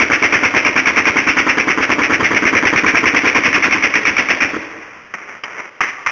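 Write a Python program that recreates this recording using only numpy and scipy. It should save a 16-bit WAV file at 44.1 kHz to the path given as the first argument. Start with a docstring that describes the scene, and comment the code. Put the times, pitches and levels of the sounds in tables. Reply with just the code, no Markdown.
"""In the streets of a town, a machine gun fires one long burst; four single rifle shots follow.
Each bullet's supersonic crack is a sharp pulse that rattles off nearby houses as a swarm of reflections.
The duller muzzle report, pulses and echoes too, follows about a tenth of a second later.
The streets add a long rolling tail of decaying noise taps, over a faint steady wash of coloured noise.
A phone with a limiter and a coarse sample rate takes it all in."""
import sys
import numpy as np
from scipy import signal
from scipy.io import wavfile
from scipy.ndimage import uniform_filter1d, minimum_filter1d

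SR = 44100
rng = np.random.default_rng(int(sys.argv[2]) if len(sys.argv) > 2 else 0)


def waveform_to_disk(signal):
    """Save audio, clipped to [-1, 1], as 16-bit WAV at the path in sys.argv[1]."""
    frames = np.transpose(np.atleast_2d(signal))
    scaled = np.clip(frames, -1, 1) * 32767
    samples = np.round(scaled).astype(np.int16)
    wavfile.write(sys.argv[1], SR, samples)


N = 269451

# rounds of the burst, as each bullet passes: (time [s], direct crack level before the front's boost [dB])
BURST_ROUNDS = [(0.0005, -2.5), (0.1181, -8.5), (0.2249, -6.5), (0.3238, -10), (0.4341, -11), (0.5499, -14),
                (0.6493, -6), (0.7618, -10.5), (0.8577, -9.5), (0.9611, -12), (1.0544, -7.5), (1.169, -10),
                (1.2717, -10.1), (1.3716, -12.5), (1.4819, -13.5), (1.5837, -11), (1.6896, -11.3),
                (1.81, -17), (1.9017, -14), (2.018, -14.5), (2.1195, -15.5), (2.2319, -16.5),
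                (2.3472, -10.5), (2.4527, -10.5), (2.5515, -7.5), (2.6532, -9.5), (2.7605, -8.5),
                (2.8641, -7), (2.955, -3.5), (3.0562, -7.5), (3.1474, -13), (3.256, -11.5), (3.3481, -11.5),
                (3.4366, -12.5), (3.529, -9.5), (3.625, -13.5), (3.7097, -13), (3.8245, -13), (3.9395, -6),
                (4.053, -5.5), (4.1675, -9.5), (4.2867, -11), (4.4045, -14)]


def bullets(front_boost_db=4):
    """Shock wave and early reflections: a sharp front, then a longer swarm from the house fronts."""
    # closely spaced arrivals of the shock: (delay [s], level [dB])
    front_paths = [(0, -4.5), (.00087, -3.5), (.00174, -3), (.0026, -4)]
    # spectrum of the shock front: (frequency [Hz], relative level [dB])
    front_colour = [(40, -39.5), (250, -22.5), (700, -19.5), (1200, -12.5), (1800, -3), (2300, -0.5),
                    (2650, -15), (3000, -14), (3500, -32), (4000, -33.5)]
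    # outline of the swarm off the houses: (delay [s], level [dB])
    echo_outline = [(.004, -4), (0.013, -3.5), (0.016, 5), (.026, 2), (.042, -5), (0.055, -9.5),
                    (.072, -14.5), (.12, -19)]
    # spectrum of that swarm: (frequency [Hz], relative level [dB])
    echo_colour = [(40, -34.5), (250, -26.5), (700, -22), (1000, -22.5), (1400, -14), (1800, -9),
                   (2150, -4), (2400, -5.5), (2700, -10), (3000, -17.5), (3500, -26), (4000, -36)]
    # level of the house echoes along the burst: (time [s], level [dB])
    house_level = [(0, -7.5), (1.45, -8.5), (1.75, -11.6), (2.3, -8.6), (3.6, -8), (4.4, -8.5)]

    passing, crack_db = np.transpose(BURST_ROUNDS)
    echo_db = np.interp(passing, *np.transpose(house_level))
    front = direct(passing, crack_db + front_boost_db, front_paths, front_colour,
                   length=.0018, jitter=.00005)
    swarm = arrivals(passing, echo_db, echo_outline, echo_colour, paths_per_s=1500, same=.3)
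    return front + swarm


def muzzle():
    """Blast wave trailing the shock: clean bass bounces, scattered midrange, and far-wall echoes."""
    # lag of each report behind its crack, drifting as the aim swings: (time [s], lag [s])
    report_lag = [(0, 0.1), (.86, 0.11), (1.25, 0.097), (1.7, 0.085), (2.2, 0.076), (2.42, 0.076),
                  (2.87, 0.074), (3.06, 0.081), (3.26, .096), (3.53, 0.12), (3.95, 0.14), (4.4, 0.13)]
    # bounces of the bass thump: (delay [s], level [dB])
    thump_paths = [(0, 1), (.0068, 2), (0.0158, -5.5), (0.032, -6.5), (0.0339, -2), (0.0417, -10.5),
                   (0.052, -10.5)]
    # spectrum of the thump: (frequency [Hz], relative level [dB])
    thump_colour = [(20, -30.5), (45, -22), (85, -12.5), (150, -14.5), (215, 0.5), (285, 3.5), (370, -2.5),
                    (460, -7), (600, -17), (1200, -23.5), (2400, -33.5), (4000, -75)]
    # outline of the midrange bark's swarm: (delay [s], level [dB])
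    bark_outline = [(0, 6), (.003, -3.5), (.007, 0.5), (.0095, 3), (.018, -2.5), (.034, -5), (.045, -14.5),
                    (0.068, -18.5)]
    # spectrum of the bark: (frequency [Hz], relative level [dB])
    bark_colour = [(100, -42.5), (400, -9), (600, -8), (780, -12), (1000, -1.5), (1300, -2.5), (2000, -3),
                   (2600, -17), (3200, -12), (4000, -34.5)]
    # far-wall echo level along the burst: (time [s], level [dB])
    wall_level = [(0, -24.5), (1.5, -27), (2.1, -22.5), (2.8, -21.5), (3.5, -25), (4.15, -34), (4.4, -25.5)]
    # clean, hollow thud off one broad wall: (delay [s], level against the wall level [dB])
    thud_paths = [(0.0313, -0.5)]
    # spectrum of the thud: (frequency [Hz], relative level [dB])
    thud_colour = [(100, -31.5), (200, -14.5), (275, -5), (325, 2.5), (385, -8), (520, -18), (900, -36.5),
                   (4000, -60.5)]
    # outline of the scattered far-wall swarm: (delay [s], level [dB])
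    wall_outline = [(.018, -6.5), (0.03, 9.5), (0.043, -3.5), (0.057, -2), (0.081, -9.5), (.13, -20.5)]
    # spectrum of the scattered swarm: (frequency [Hz], relative level [dB])
    wall_colour = [(20, -42), (80, -11), (170, -13.5), (300, -3), (450, -6), (700, -26.5), (1100, -21),
                   (2200, -13), (3000, -30.5), (4000, -30.5)]
    usual_lag_s = 0.11
    earlier_round_s = -.101  # a bullet already gone by, whose report is still on its way
    # levels at the usual lag, and losses per second of extra lag
    thump_usual_db, thump_loss_db_per_s = -22, 101
    bark_usual_db, bark_loss_db_per_s = -14.5, 334.5
    wall_scatter_db = -2.5  # scattered echo against the wall level

    passing = np.append(earlier_round_s, np.array(BURST_ROUNDS)[:, 0])
    lag = np.interp(passing, *np.transpose(report_lag))
    heard, extra = passing + lag, lag - usual_lag_s
    thump_db = thump_usual_db - thump_loss_db_per_s * extra
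    bark_db = bark_usual_db - bark_loss_db_per_s * np.maximum(extra, 0)
    wall_db = np.interp(passing, *np.transpose(wall_level))
    thump = direct(heard, thump_db, thump_paths, thump_colour, length=.009, jitter=.00015)
    bark = arrivals(heard, bark_db, bark_outline, bark_colour, paths_per_s=1400, same=0.16)
    thud = direct(heard, wall_db, thud_paths, thud_colour, length=0.016, jitter=.0007)
    scattered = arrivals(heard, wall_db + wall_scatter_db, wall_outline, wall_colour,
                         paths_per_s=680, same=.25)
    return thump + bark + thud + scattered


def rifles():
    """Echo delay and distance: near shots slap back at once, far ones patter back from distant blocks."""
    # shots close by: (time [s], direct level [dB], echo level [dB], midrange punch level [dB])
    near_shots = [(5.8065, -12, -11.5, -12), (6.0628, -14, -11.5, -23)]
    # shots farther off: (time [s], direct level [dB], echo level [dB], bright snap level [dB])
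    far_shots = [(5.1388, -16, -24, -38), (5.4364, -18, -21, -21.5)]
    # first bounces of every shot: (delay [s], level [dB])
    shot_paths = [(0, -2), (.0008, -0.5), (.0016, -9.5), (.0026, 0.5), (.0034, -10), (.0042, -1.5),
                  (.0052, -5.5), (.0063, -2.5), (.0078, -14), (.0095, -2.5)]
    # outlines of the near and far swarms: (delay [s], level [dB])
    near_outline = [(.008, 7), (.014, -4), (.022, -1), (.026, -1.5), (.06, -10.5), (.08, -9.5),
                    (0.111, -16), (.22, -28)]
    far_outline = [(0.011, -2.5), (0.041, -8), (.046, -2), (.055, -11), (.085, -8.5), (.095, -7),
                   (.125, -10), (.163, -1), (.185, -9), (0.261, -15)]
    # spectra of near shots, their punch, far shots, their snap: (frequency [Hz], relative level [dB])
    near_colour = [(40, -39), (150, -18), (350, -16), (680, -16), (900, -9.5), (1250, -2.5), (1600, -1),
                   (2000, 4), (2500, -1.5), (3000, -13.5), (3500, -20), (4000, -29)]
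    punch_colour = [(300, -25), (700, -10.5), (900, -1.5), (1350, 0), (1750, -6), (4000, -43)]
    far_colour = [(40, -30), (150, -12), (400, -4), (800, -4.5), (1300, 0.5), (1700, 1.5), (2150, 7),
                  (2600, -2.5), (3200, -16.5), (4000, -29.5)]
    snap_colour = [(40, -35), (1500, -21), (2500, 0), (3100, 9), (3500, -16), (4000, -23)]

    times, direct_db, echo_db, punch_db = np.transpose(near_shots)
    near = direct(times, direct_db, shot_paths, near_colour, length=0.0032, jitter=.0001)
    near += direct(times, punch_db, shot_paths, punch_colour, length=0.0021, jitter=.0001)
    near += arrivals(times, echo_db, near_outline, near_colour, paths_per_s=2600, same=.2)

    times, direct_db, echo_db, snap_db = np.transpose(far_shots)
    far = direct(times, direct_db, shot_paths, far_colour, length=0.0014, jitter=.0001)
    far += direct(times, snap_db, shot_paths, snap_colour, length=0.0016, jitter=.0001)
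    far += arrivals(times, echo_db, far_outline, far_colour, paths_per_s=1100, same=.2)
    return near + far


def streets(dry_shots, build_up_s=0.036, echoes_per_s=1200, roll_db=2.0):
    """Late reverberation: scattered echoes build up, then decay in uneven waves, band by band."""
    # reverberation of the streets: (frequency [Hz], time to fall 60 dB [s], level [dB])
    street_bands = [(60, 4.3, -9), (300, 0.87, -9), (574, 1.7, -4), (1190, 2.8, -9), (2380, 1.92, -14),
                    (4100, 1.2, -8.5)]

    size = 2 * SR
    taps = rng.standard_normal(size) * (rng.random(size) < echoes_per_s / SR)
    hz, t, bands = signal.stft(taps / np.linalg.norm(taps), SR, nperseg=512)
    table = np.array(street_bands)
    t60 = read(table[:, :2], hz)[:, None]
    band_db = read(table[:, ::2], hz)[:, None]
    roll = uniform_filter1d(rng.standard_normal(len(t)), size=5)
    fade = gain_of(roll_db * roll / roll.std() - 60 * t / t60)
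    fade *= 1 - np.exp(-(t / build_up_s) ** 2)
    fade /= np.sqrt(np.mean(fade ** 2, axis=1, keepdims=True))  # the band level alone sets the energy
    tail = signal.istft(bands * fade * gain_of(band_db), SR, nperseg=512)[1]
    return signal.fftconvolve(dry_shots, tail)[:N]


def air(level_db=-43):
    """Stationary filtered noise: the faint steady wash of the town."""
    # spectrum of the wash: (frequency [Hz], relative level [dB])
    air_colour = [(20, -20.5), (50, -28), (100, -17), (400, -6), (800, -17), (2100, 0), (3000, -7.5),
                  (4000, -27)]
    return gain_of(level_db) * signal.fftconvolve(rng.standard_normal(N), pulse(air_colour))[:N]


def direct(times, levels_db, paths, colour, length, jitter):
    """Specular reflection: a clean pulse and its bounces, whose timing wanders in the moving air."""
    delay, path_db = np.transpose(paths)
    wave = pulse(colour) * np.sqrt(length * SR)  # 0 dB is an RMS of 1 over this length [s]
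    out = np.zeros(N)
    wander = jitter * rng.standard_normal((len(times), len(paths))) * (delay > 0)  # jitter [s]
    for s, level_db, shifts in zip(times, levels_db, wander):
        for late, bounce_db in zip(delay + shifts, path_db):
            add(out, s + late, wave * gain_of(level_db + bounce_db))
    return out


def arrivals(times, levels_db, outline, colour, paths_per_s, same):
    """Diffuse reflection: a swarm of paths; the share `same` comes off the same walls for every shot."""
    colour_scatter_db = 1.5  # each swarm takes other paths, and so another colour
    delay, outline_db = np.transpose(outline)
    t = np.arange(SR // 3) / SR
    inside = (t >= delay[0]) * (t <= delay[-1])
    strength = gain_of(np.interp(t, delay, outline_db)) * inside
    out, same = np.zeros(N), np.clip(same, 0, 1)
    standing = np.sqrt(same) * sparse_taps(len(t), paths_per_s)
    for s, level_db in zip(times, levels_db):
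        varied = [(hz, band_db + colour_scatter_db * rng.standard_normal()) for hz, band_db in colour]
        wave = pulse(varied)
        taps = standing + np.sqrt(1 - same) * sparse_taps(len(t), paths_per_s)
        sound = signal.fftconvolve(taps * strength, wave)
        # the outline sets the energy, whatever taps were drawn
        gain = gain_of(level_db) * np.linalg.norm(strength) / (np.linalg.norm(sound) + 1e-9)
        add(out, s, sound * gain)
    return out


def sparse_taps(size, paths_per_s):
    """Random echo density: uneven gaps and signs; a few flat walls reflect much harder than the rest."""
    taps = np.zeros(size)
    gaps, signs, heights = rng.random((3, 2000))
    at = (np.cumsum(2 * gaps) * SR / paths_per_s).astype(int)
    values = np.sign(signs - .5) * (.5 - np.log(1 - heights))
    inside = at < size
    taps[at[inside]] = values[inside]
    return taps


def pulse(colour, size=2048):
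    """Minimum phase: the causal pressure pulse, of energy 1, that has this spectral shape."""
    log_gain = np.log(gain_of(read(colour, abs(np.fft.fftfreq(size, 1 / SR)))))
    spectrum = np.exp(np.conj(signal.hilbert(log_gain)))  # phase from the log gain
    wave = np.fft.ifft(spectrum).real[:size // 2]
    return wave / np.linalg.norm(wave)


def read(points, hz):
    """Logarithmic frequency scale: values joined by straight lines over it."""
    f, value = np.transpose(points)
    return np.interp(np.log(hz + 1), np.log(f + 1), value)


def gain_of(db):
    """Level to amplitude ratio: 20 dB is a factor of ten."""
    return 10 ** (np.asarray(db) / 20)


def add(mix, s, sound):
    """Superposition: mixes a sound in at time s [s]; it may already be under way at time 0."""
    start = round(s * SR)
    sound = sound[max(0, -start):]
    part = mix[max(0, start):][:len(sound)]
    part += sound[:len(part)]


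def scene(rifle_send_db=-2):
    """Linear superposition: the burst and the single shots share the same streets."""
    burst = bullets() + muzzle()
    singles = rifles()
    tail = streets(burst + gain_of(rifle_send_db) * singles)
    return (burst + singles + tail + air())[None]


def limiter(x, ceiling_db=0., size=36):
    """Peak limiting: turns the gain down for about a millisecond round each peak."""
    gain = (1 + (x / gain_of(ceiling_db)) ** 6) ** (-1 / 6)
    return x * uniform_filter1d(minimum_filter1d(gain, size), size)


def low_pass(x, hz):
    """Linear-phase filtering: a steep low-pass, centred so that it adds no delay."""
    return signal.oaconvolve(x, signal.firwin(511, hz, window=("kaiser", 9), fs=SR), "same")


def record(dry):
    """Aliasing images: coarse samples joined by straight lines mirror the cracks into the treble."""
    microphone_hz, phone_rate_hz, edge_hz = 4300, 8000, 10100
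    t, ticks = np.arange(N) / SR, np.arange(0, N / SR, 1 / phone_rate_hz)
    limited = limiter(low_pass(dry[0], microphone_hz))
    samples = np.interp(ticks, t, limited)
    joined = np.interp(t, ticks, samples)
    softened = signal.sosfilt(signal.butter(5, 7500, fs=SR, output="sos"), joined)
    return low_pass(softened, edge_hz)[None]


dry = scene()
out = record(dry)
waveform_to_disk(out)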